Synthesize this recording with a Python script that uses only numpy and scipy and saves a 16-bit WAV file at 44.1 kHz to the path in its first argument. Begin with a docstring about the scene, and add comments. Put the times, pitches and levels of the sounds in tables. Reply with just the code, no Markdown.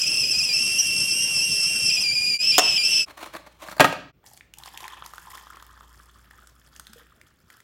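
"""A kettle whistles at the boil: a wandering steam-jet tone with overtones, a beating cap mode and hiss.
A stove knob clicks off: noise bursts excite the modes of the panel. A cardboard box is rubbed, tapped and
dropped: friction noise and impacts drive the modes of box and counter. Last, hot water trickles into a mug:
ringing bubbles and snaps drive its air column and wall. Faint air and mains hum lie under all.
The whistle fades out and in once; short fades also part stove, counter and mug."""
import sys
import numpy as np
from scipy import signal
from scipy.io import wavfile
from scipy.ndimage import uniform_filter1d

SR = 44100
rng = np.random.default_rng(int(sys.argv[2]) if len(sys.argv) > 2 else 0)


def dump(signal):
    """Clip the signal to [-1, 1] and save it as 16-bit WAV at the path in sys.argv[1]."""
    limited = np.clip(np.atleast_2d(signal).T, -1, 1)
    pcm = np.round(limited * 32767).astype(np.int16)
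    wavfile.write(sys.argv[1], SR, pcm)


N = 336483  # samples


def amp(db):
    """The decibel law: level to amplitude ratio."""
    return 10 ** (np.asarray(db) / 20)


def evened(x):
    """Normalization to unit rms, so that levels set afterwards are true."""
    return x / np.sqrt(np.mean(abs(x) ** 2) + 1e-20)


def along(rows, column):
    """Linear interpolation of a time table's column at every sample."""
    return np.interp(np.arange(N) / SR, [r[0] for r in rows], [r[column] for r in rows])


def by_hz(points, hz):
    """Interpolation of a spectrum on a logarithmic frequency axis."""
    f, value = np.transpose(points)
    return np.interp(np.log(hz + 1), np.log(f + 1), value)


def wander(rate_hz):
    """Slow random modulation: complex white noise through two one-pole low-passes, of rms 1."""
    r = np.exp(-2 * np.pi * rate_hz / SR)
    white = rng.standard_normal((N, 2)) @ [1, 1j]
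    once = signal.lfilter([1], [1, -r], white)
    return evened(signal.lfilter([1], [1, -r], once))


def resonate(x, hz, width):
    """A single resonance by heterodyne: shifts hz down to zero, smooths, shifts back."""
    turn = np.exp(2j * np.pi * np.cumsum(hz * np.ones(len(x))) / SR)
    r = np.exp(-np.pi * width / SR)
    return 2 * (turn * signal.lfilter([1 - r], [1, -r], x / turn + 1e-18)).real


def body(x, peaks):
    """Modal superposition: parallel resonances of alternating sign."""
    return sum((-1) ** k * amp(db) * resonate(x, hz, width) for k, (hz, width, db) in enumerate(peaks))


def treble(x, hz):
    """Second-order high-pass filtering."""
    return signal.sosfilt(signal.butter(2, hz, "high", fs=SR, output="sos"), x)


def dull(x, hz):
    """First-order low-pass filtering."""
    return signal.lfilter(*signal.butter(1, hz, fs=SR), x)


def noise(points, patchy_db):
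    """Spectrally shaped noise: random short-time spectra with drifting patches."""
    frames, hz = N // 256 + 5, np.fft.rfftfreq(1024, 1 / SR)
    a, b, patches = rng.standard_normal((frames, 513, 3)).T
    patches = evened(uniform_filter1d(uniform_filter1d(patches, 8, 0), 8, 1))
    spectra = (a + 1j * b) * amp(by_hz(points, hz)[:, None] + patchy_db * patches)
    return signal.istft(spectra, nperseg=1024, noverlap=768)[1][:N]


def burst(s, decay):
    """Impulsive excitation: exponentially decaying noise of peak near 1 from time s [s]."""
    out, t = np.zeros(N + SR // 10), np.arange(SR // 10) / SR
    out[round(s * SR):][:len(t)] = rng.standard_normal(len(t)) / 2 * np.exp(-t / decay)
    return out[:N]


def grains(per_s, spread_db):
    """Random point process: sparse clicks of either sign, a few of them large."""
    size = amp(spread_db * np.minimum(rng.exponential(1, N), 5))
    return size * (rng.random(N) < per_s / SR) * rng.choice([-1, 1], N)


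def bubble(hz, cycles, rise):
    """Damped bubble oscillation: a short ring whose pitch rises as it dies."""
    u = np.arange(int(3 * cycles * SR / hz)) * hz / SR  # time in cycles of the starting pitch
    ring = np.sin(2 * np.pi * u * (1 + rise * u / cycles))
    return ring * np.exp(-u / cycles) * np.minimum(2 * u, 1)


def room(x):
    """Reverberation: sparse reflections, each band decaying at its own rate."""
    # decay of the room: (frequency [Hz], time to fall 60 dB [s])
    decay_times = [(100, 0.81), (400, 0.41), (1500, 0.48), (4850, 0.52), (9000, 0.33), (15000, 0.29)]
    taps = np.zeros(SR // 2)
    at = np.arange(120, SR // 2 - 20, 20)
    taps[at + rng.integers(0, 20, len(at))] = rng.choice([-1., 1.], len(at))
    hz, t, z = signal.stft(taps, SR, nperseg=256)
    tail = signal.istft(z * amp(-60 * t / by_hz(decay_times, hz)[:, None]), SR, nperseg=256)[1]
    return signal.fftconvolve(x, tail / np.linalg.norm(tail))[:N]


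def kitchen():
    """Ambient noise: broadband air under a mains hum of wavering amplitude."""
    # spectrum shape of the quiet air: (frequency [Hz], relative density [dB])
    air_spectrum = [(18, -28), (30, -7), (93, 4.5), (684, -14), (801, -19.5), (1430, -13), (1720, -23),
                    (2170, -19), (11700, -43.5), (16000, -22.5)]
    # mains hum: (time [s], level [dB])
    hum_levels = [(3.07, -64), (3.59, -59), (3.84, -54), (4.28, -68), (4.62, -59), (5.94, -53),
                  (7.1, -59.5), (7.63, -79)]
    hum_hz, air_db = 58.3, -60
    tone = np.sqrt(2) * np.sin(2 * np.pi * hum_hz * np.arange(N) / SR)
    hum = amp(along(hum_levels, 1) + 1.2 * wander(3).real) * tone
    return hum + amp(air_db) * evened(noise(air_spectrum, 2.2))


def spell(column):
    """Piecewise-steady jet states: a column held until the next spell, with smoothed passages."""
    # spells of the jet: (start [s], flutter depth [Hz], cap mode strength [ratio], breathiness [dB],
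    # tone level [dB], hiss level [dB], tilt per overtone above the octave [dB], rasp level [dB])
    jet = [(0, 70, 0.78, 1.5, 0.5, 2, -.5, -45), (.615, 14, 0.85, 5, 0.5, 2.3, 0.26, -54.5),
           (1.89, 55, 0.95, 2, 0.5, 2.5, -1.5, -42), (2.045, 17.3, 0.027, -1.5, 1.5, -0.5, -1.4, -59.5),
           (2.42, 34, 0.32, 2.5, 2, 2.2, -3.5, -30), (2.775, 23, .1, -8.5, 2.5, -0.1, -0.5, -48),
           (2.835, 52, .6, 7, 2, 2.7, -2.5, -34.5)]
    passage_s = .04
    held = np.searchsorted([r[0] for r in jet[1:]], np.arange(N) / SR)
    return uniform_filter1d(np.array(jet, float)[held, column], round(passage_s * SR))


def steam():
    """Turbulence noise: the boil and steam hiss, its level following the spells of the jet."""
    # boil and steam hiss: (frequency [Hz], relative level [dB])
    hiss_spectrum = [(30, -73), (60, -66), (160, -56.5), (300, -65), (500, -66), (900, -75), (2000, -71.5),
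                     (2800, -53), (3900, -77), (5500, -58), (7000, -66), (11000, -70.5), (16000, -79)]
    return amp(7 + spell(5)) * noise(hiss_spectrum, 2.83)


def box():
    """Friction and impact: grit rings the hollow box, thuds ring box and counter; gives (rub, thuds)."""
    # modes of the hollow box: (frequency [Hz], width [Hz], gain [dB])
    card = [(312, 46, -4.5), (600, 83, -2.5), (1100, 260, -2), (1730, 410, -7.5), (2350, 470, -16.5),
            (4360, 230, -11.5)]
    # modes of the box on the counter: (frequency [Hz], width [Hz], gain [dB])
    counter = [(275, 66, 2), (340, 220, 3), (560, 96, 6.5), (826, 190, 5.5), (1246, 91, 5.5),
               (1620, 230, 0.5), (1875, 100, 1.5), (2593, 920, -4)]
    # fingers rub the box: (start [s], length [s], drive peak [dB], treble relative to it [dB])
    strokes = [(3.061, 0.073, -41.5, -10), (3.151, 0.14, -39, -5.5), (3.247, 0.052, -45, -3),
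               (3.321, 0.064, -28.5, -7), (3.445, 0.043, -43, -9), (3.588, 0.12, -33, -4),
               (3.682, 0.061, -51, 6.5), (3.752, 0.098, -36, -10.5)]
    # taps in the hand, then fall and bounces: (time [s], drive peak [dB], treble relative to it [dB])
    impacts = [(3.216, -34, -13), (3.272, -36, -10), (3.349, -21, -15.5), (3.47, -36, -12),
               (3.647, -36, -23.5), (3.684, -24.5, -12.5), (3.713, -29, -4.5), (3.724, -27.5, -11),
               (3.766, -31, -6), (3.781, -27.5, -9.5), (3.797, 1, -12), (3.804, 6.5, -7.5), (3.811, 1, -13),
               (3.823, -8.5, -17), (3.844, -0.5, -8.5), (3.852, -15, -3), (3.925, -17, -8)]
    fall_s = 3.79  # the box leaves the hand
    rustle_db, stroke_power = -62.5, 2.5  # faint creak of the held box; sharpness of a stroke's arch
    t = np.arange(N) / SR

    grit = (rng.standard_normal(N) + 0.93 * grains(1400, 1.5)) * amp(7.2 * wander(52).real)
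    rub_low = amp(rustle_db) * (t < fall_s)
    rub_high = rub_low
    for s, length, db, treble_db in strokes:
        arch = amp(db) * np.sin(np.pi * np.clip((t - s) / length, 0, 1)) ** stroke_power
        rub_low = rub_low + arch
        rub_high = rub_high + arch * amp(treble_db)
    rub = rub_low * evened(body(grit, card)) + rub_high * evened(treble(np.cumsum(grit), 2500))

    low, high = 0, 0
    for s, db, treble_db in impacts:
        puff = amp(db) * burst(s, 0.0057)
        low = low + puff
        high = high + puff * amp(treble_db)
    held, fallen = low * (t < fall_s), low * (t >= fall_s)
    boom = amp(3) * resonate(treble(abs(low), 90), 177, 66)  # a low boom follows every impact, loudest when the box falls
    knock = treble(body(fallen, counter) + 0.43 * dull(fallen, 2000), 120)
    thuds = amp(20.5) * body(held, card) + amp(12.5) * knock + boom + amp(2.0) * treble(high, 2500)
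    return rub, thuds


def trickle(column_hz, wall):
    """Bubble acoustics: clumped bubbles and snaps drive the mug's air column and wall."""
    # the trickle: (time [s], water level [dB], spatter relative to it [dB])
    flow = [(4.23, -68, -12), (4.26, -59, 6), (4.39, -64.5, 5), (4.44, -100, -7), (4.52, -90, -5),
            (4.55, -70, 3), (4.62, -50.5, -2), (4.87, -41, -9.5), (5.0, -45, -14), (5.1, -48, -2.5),
            (5.55, -47, -12), (5.9, -53, -6), (6.31, -53, -10), (6.7, -56.5, -5), (6.85, -56, -7),
            (6.99, -50.5, -9.5), (7.1, -56.5, -11), (7.45, -62.5, -5), (7.52, -51, -9.5), (7.63, -60.5, -6)]
    clumps = amp(4.5 * wander(32.0).real)
    fizz = sum(signal.oaconvolve(grains(240, 4.8), bubble(hz, 3.6, 0.108))[:N]
               for hz in np.geomspace(650, 6000, 16)) * clumps
    snaps = signal.oaconvolve(grains(900, 5.8) * clumps, burst(0, 0.0002)[:600])[:N]
    droplets = sum(signal.oaconvolve(grains(47, 2.25), bubble(hz, 5.8, 0.11))[:N]
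                   for hz in np.geomspace(4000, 13000, 10)) * clumps
    drive = .9 * evened(fizz) + .65 * evened(snaps)

    # rising water damps the wall by 4 dB a second, down to a limit of -5 dB
    damp = amp(np.clip(-4 * (np.arange(N) / SR - 4.64), -5, 0))
    unsteady_hz = column_hz * (1 + 0.15 * wander(30).real)
    column_ring = resonate(resonate(drive, unsteady_hz, 280), column_hz, 897)
    wall_ring = damp * (1.15 * body(drive, wall[:3]) + 0.21 * evened(fizz))
    water = evened(1.04 * column_ring + wall_ring)

    snaps = evened(snaps)
    spray = dull(snaps, 13000) * .5 + 0.47 * evened(droplets) + 1.3 * body(snaps, wall[3:])
    spatter = evened(treble(spray, 4200))
    started = np.arange(N) > flow[0][0] * SR
    return treble(amp(along(flow, 1)) * (water + amp(along(flow, 2)) * spatter) * started, 120)


def splashes(column_hz, wall):
    """Single bubble events: loud splashes with slap and spray, and glugs, ring in the mug."""
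    # loudest splashes: (time [s], drive level [dB], starting pitch [Hz], spray relative to drive [dB])
    loudest = [(4.241, -39, 786, -12.5), (4.263, -36, 8440, 8), (4.314, -39, 736, -4),
               (4.375, -25.5, 6930, -2.5), (4.409, -27, 1930, -33), (4.538, -24.5, 2480, 1),
               (4.585, -40.5, 920, 21), (4.636, -20, 3320, -6), (4.659, -26, 980, 2),
               (4.775, -16.5, 2650, -1.5), (4.805, -31.5, 810, 9.5), (4.842, -20.5, 2110, -8),
               (4.88, -19.5, 1620, -3), (4.969, -32, 1100, -22), (5.023, -19, 1070, -30),
               (5.062, -28.5, 1050, 10), (5.136, -21, 1080, -5.5), (5.181, -19, 1260, -10),
               (5.352, -25, 1030, 0.5), (5.469, -26.5, 1020, -21), (5.57, -26.5, 1080, -7),
               (5.625, -26, 1080, -3), (5.776, -32, 1114, -21), (5.808, -27.5, 1070, -15),
               (6.31, -27, 1517, -8), (6.472, -38, 1294, 10), (6.763, -25, 5190, -3), (6.797, -24, 1230, 5),
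               (6.869, -23, 3370, -5), (6.933, -31, 1292, 6.5), (7.214, -31, 1910, -2),
               (7.502, -28, 1640, -2), (7.603, -33.5, 1620, 1.5)]
    # air enters the kettle: (time [s], drive level [dB], starting pitch [Hz])
    glugs = [(6.894, -48, 219), (6.959, -42.5, 470), (7.014, -57, 476)]
    big, slap, spray = np.zeros(N + SR), 0, 0
    for s, db, hz, spray_db in loudest:
        ring = amp(db - 4.5) * bubble(hz, 2.6, 0.088)
        big[round(s * SR):][:len(ring)] += ring
        slap = slap + amp(db) * burst(s, 0.0013) * 0.47
        spray = spray + amp(db + spray_db) * burst(s, 0.0023)
    for s, db, hz in glugs:
        ring = amp(db) * bubble(hz, 8, 0.0077)
        big[round(s * SR):][:len(ring)] += ring
    big = big[:N] + 2.1 * body(slap, wall[1:3]) + dull(treble(spray, 3500), 8700)
    return big + 0.25 * resonate(big, column_hz, 160)


def pour():
    """Air-column resonance: the column shortens and its pitch climbs as the mug fills."""
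    # air column of the mug: (time [s], frequency [Hz])
    column = [(4.2, 776), (5.0, 990), (6.0, 1200), (7.63, 1462)]
    # modes of the mug wall: (frequency [Hz], width [Hz], gain [dB])
    wall = [(347, 66, 6), (1795, 237, 4), (3330, 440, 2.5), (5270, 200, 8), (7463, 390, 3.5),
            (9500, 1420, -13)]
    column_hz = along(column, 1)
    return trickle(column_hz, wall) + splashes(column_hz, wall)


def knob():
    """Impact excitation: each detent snap is a sharp crack and knocks the panel's modes."""
    # the detent snaps and chatters: (time [s], drive peak [dB])
    detents = [(2.581, 5), (2.587, -0.5), (2.589, -20.5), (2.593, -1.5)]
    # modes of the stove panel: (frequency [Hz], width [Hz], gain [dB])
    panel = [(302.8, 280, 1.5), (492, 480, 2.5), (740, 280, 4), (1450, 440, -8), (1896, 82, -0.5),
             (2930, 510, -5), (5850, 900, -11), (6940, 420, -1)]
    drive = sum(amp(db) * burst(s, .0035) for s, db in detents)
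    return 0.67 * treble(drive, 2400) + 4.94 * treble(body(drive, panel), 250)


def whistle():
    """Jet oscillation: a note with overtones beats with a cap mode, fringed by turbulence."""
    # the note drifts with the steam pressure: (time [s], pitch [Hz])
    pitch = [(0, 2590), (.1, 2662), (.22, 2680), (.3, 2612), (.45, 2658), (.52, 2630), (.56, 2580),
             (.62, 2706), (.77, 2715), (.85, 2750), (1.03, 2694), (1.05, 2787), (1.125, 2669), (1.15, 2773),
             (1.23, 2800), (1.41, 2650), (1.43, 2794), (1.55, 2712), (1.67, 2680), (1.69, 2750),
             (1.83, 2728), (1.86, 2680), (2.02, 2655), (2.04, 2435), (2.1, 2357), (2.24, 2445),
             (2.37, 2350), (2.41, 2506), (2.47, 2614), (2.51, 2717), (2.525, 2360), (2.58, 2584),
             (2.62, 2723), (2.68, 2603), (2.74, 2620), (2.87, 2609), (2.91, 2750), (2.96, 2592),
             (3.06, 2562)]
    # the jet slips to another note and back: (start [s], length [s], step [Hz])
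    slips = [(0.034, .028, -130), (0.079, .018, -88), (0.231, .021, -190), (0.261, 0.035, -110),
             (0.329, 0.06, -100), (0.401, .028, -170), (.457, 0.015, -130), (0.487, 0.047, -225),
             (0.782, .032, 121.5), (1.897, 0.018, -210), (1.963, .04, -170), (2.133, 0.021, 142.5),
             (2.291, 0.012, 95), (2.777, 0.055, -230)]
    # spout and walls favour some notes: (pitch [Hz], level of all partials but the octave [dB],
    # octave level [dB])
    favour = [(2350, -28, -19), (2395, -31.5, -18), (2470, -28, -20.5), (2538, -41, -23.5),
              (2620, -27, -16), (2680, -27, -19.5), (2750, -28, -26.5), (2800, -27, -19), (3018, -35, 7)]
    # overtones: (multiple of the pitch, level [dB], upper side tone relative to the note [dB],
    # lower side tone [dB], breathy fringe [dB])
    overtones = [(1, 2.5, -16.5, -44.5, -23.5), (2, -2, -10, -7.5, -12.5), (3, -5, -5.5, -14.5, -12),
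                 (4, -6.5, -9.5, -11.5, -13), (5, -22.5, -3.5, -10, -10)]
    # random level: (fundamental [dB], overtones [dB])
    waver_db = (0.9, 2)
    # fixed resonances of spout and lid: (frequency [Hz], width [Hz], gain [dB])
    spout = [(2450, 200, -4), (3200, 200, 0), (4980, 160, 0), (5350, 130, 0), (5900, 140, 3),
             (7550, 200, 0), (8680, 200, 2)]
    cap_hz, cap_width = 3180, 130  # second mode of the cap
    glide_share = 0.2  # part of a slip over which it glides
    fill = .7  # how far breath fills in where the note is weak (0-1)
    t = np.arange(N) / SR

    slip = 0
    for s, length, step in slips:
        inside = np.minimum(t - s, s + length - t)
        slip = slip + step * np.clip(.5 + inside / (glide_share * length), 0, 1)
    flutter = spell(1) * np.tanh(5.54 * wander(65).real)
    hz = along(pitch, 1) + slip + flutter / (1 + (slip / 110) ** 2)  # a slipped note holds
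    turn = np.exp(2j * np.pi * np.cumsum(hz + 14 * wander(20).real) / SR)

    notes, *levels = np.transpose(favour)
    smooth_hz = uniform_filter1d(hz, round(0.0042 * SR))
    note_db, octave_db = (np.interp(smooth_hz, notes, db) + spell(4) for db in levels)
    steady = np.clip(1.5 - spell(1) / 30, 0, 1)  # 1 where the flutter is shallow
    cap = wander(cap_width / 2) * np.exp(2j * np.pi * cap_hz * t)
    beat = np.clip(spell(2), 0, 3) * cap / turn  # turns at the difference frequency

    out = 0
    for k, db, up_db, down_db, fringe_db in overtones:
        k = round(k)
        level_db = octave_db if k == 2 else note_db
        tilt_db = max(k - 2, 0) * spell(6)
        note = amp(level_db + db + tilt_db + waver_db[k > 1] * wander(38).real)
        upper = amp(up_db) * beat
        lower = amp(down_db) * (0.26 + 0.64 * steady) * beat.conj()
        fill_db = fill * (level_db[t < pitch[-1][0]].mean() - level_db)
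        fringe = amp(fringe_db + spell(3) + fill_db) * wander(300 + 40 * k)
        out = out + note * (turn ** k * (1 + upper + lower + fringe)).real

    # steam rasps in the spout
    rasp = resonate(resonate(rng.standard_normal(N), 2900, 650), 2900, 650)
    out = out + amp(spell(7) + 6.2 * wander(26).real) * evened(rasp)
    return out + 0.71 * sum(amp(db) * resonate(out, f, width) for f, width, db in spout)


def scene():
    """Superposition of direct and reverberant sound: stove, counter and mug in turn."""
    # fades between and within the parts: (time [s], fade-out length [s], fade-in length [s])
    fades = [(2.383, 0.032, 0.032), (3.054, 0.047, 0.0093), (4.12, 0.0203, 0.03)]
    t = np.arange(N) / SR
    song, click, (rub, thuds), water = whistle(), knob(), box(), pour()
    stove = song + amp(-12) * room(song) + steam() + click + amp(-10) * room(dull(click, 4300))
    counter = rub + thuds + amp(-8.5) * room(rub) + amp(-11.0) * room(thuds)
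    mug = water + amp(-9.5) * room(water)
    mix = np.select([t < fades[1][0], t < fades[2][0]], [stove, counter], mug) + kitchen()
    for s, out_s, in_s in fades:
        mix = mix * np.clip(np.where(t < s, (s - t) / out_s, (t - s) / in_s), 0, 1)
    return mix[None]


def record(dry):
    """Band limitation and saturation: deepest bass drops, loud peaks round off, top is cut."""
    rounded = np.tanh(0.78 * treble(dry, 36)) / 1.09
    low_pass = signal.firwin(255, 16100, window=("kaiser", 9), fs=SR)
    return signal.oaconvolve(rounded, low_pass[None], "same")


dry = scene()
out = record(dry)
dump(out)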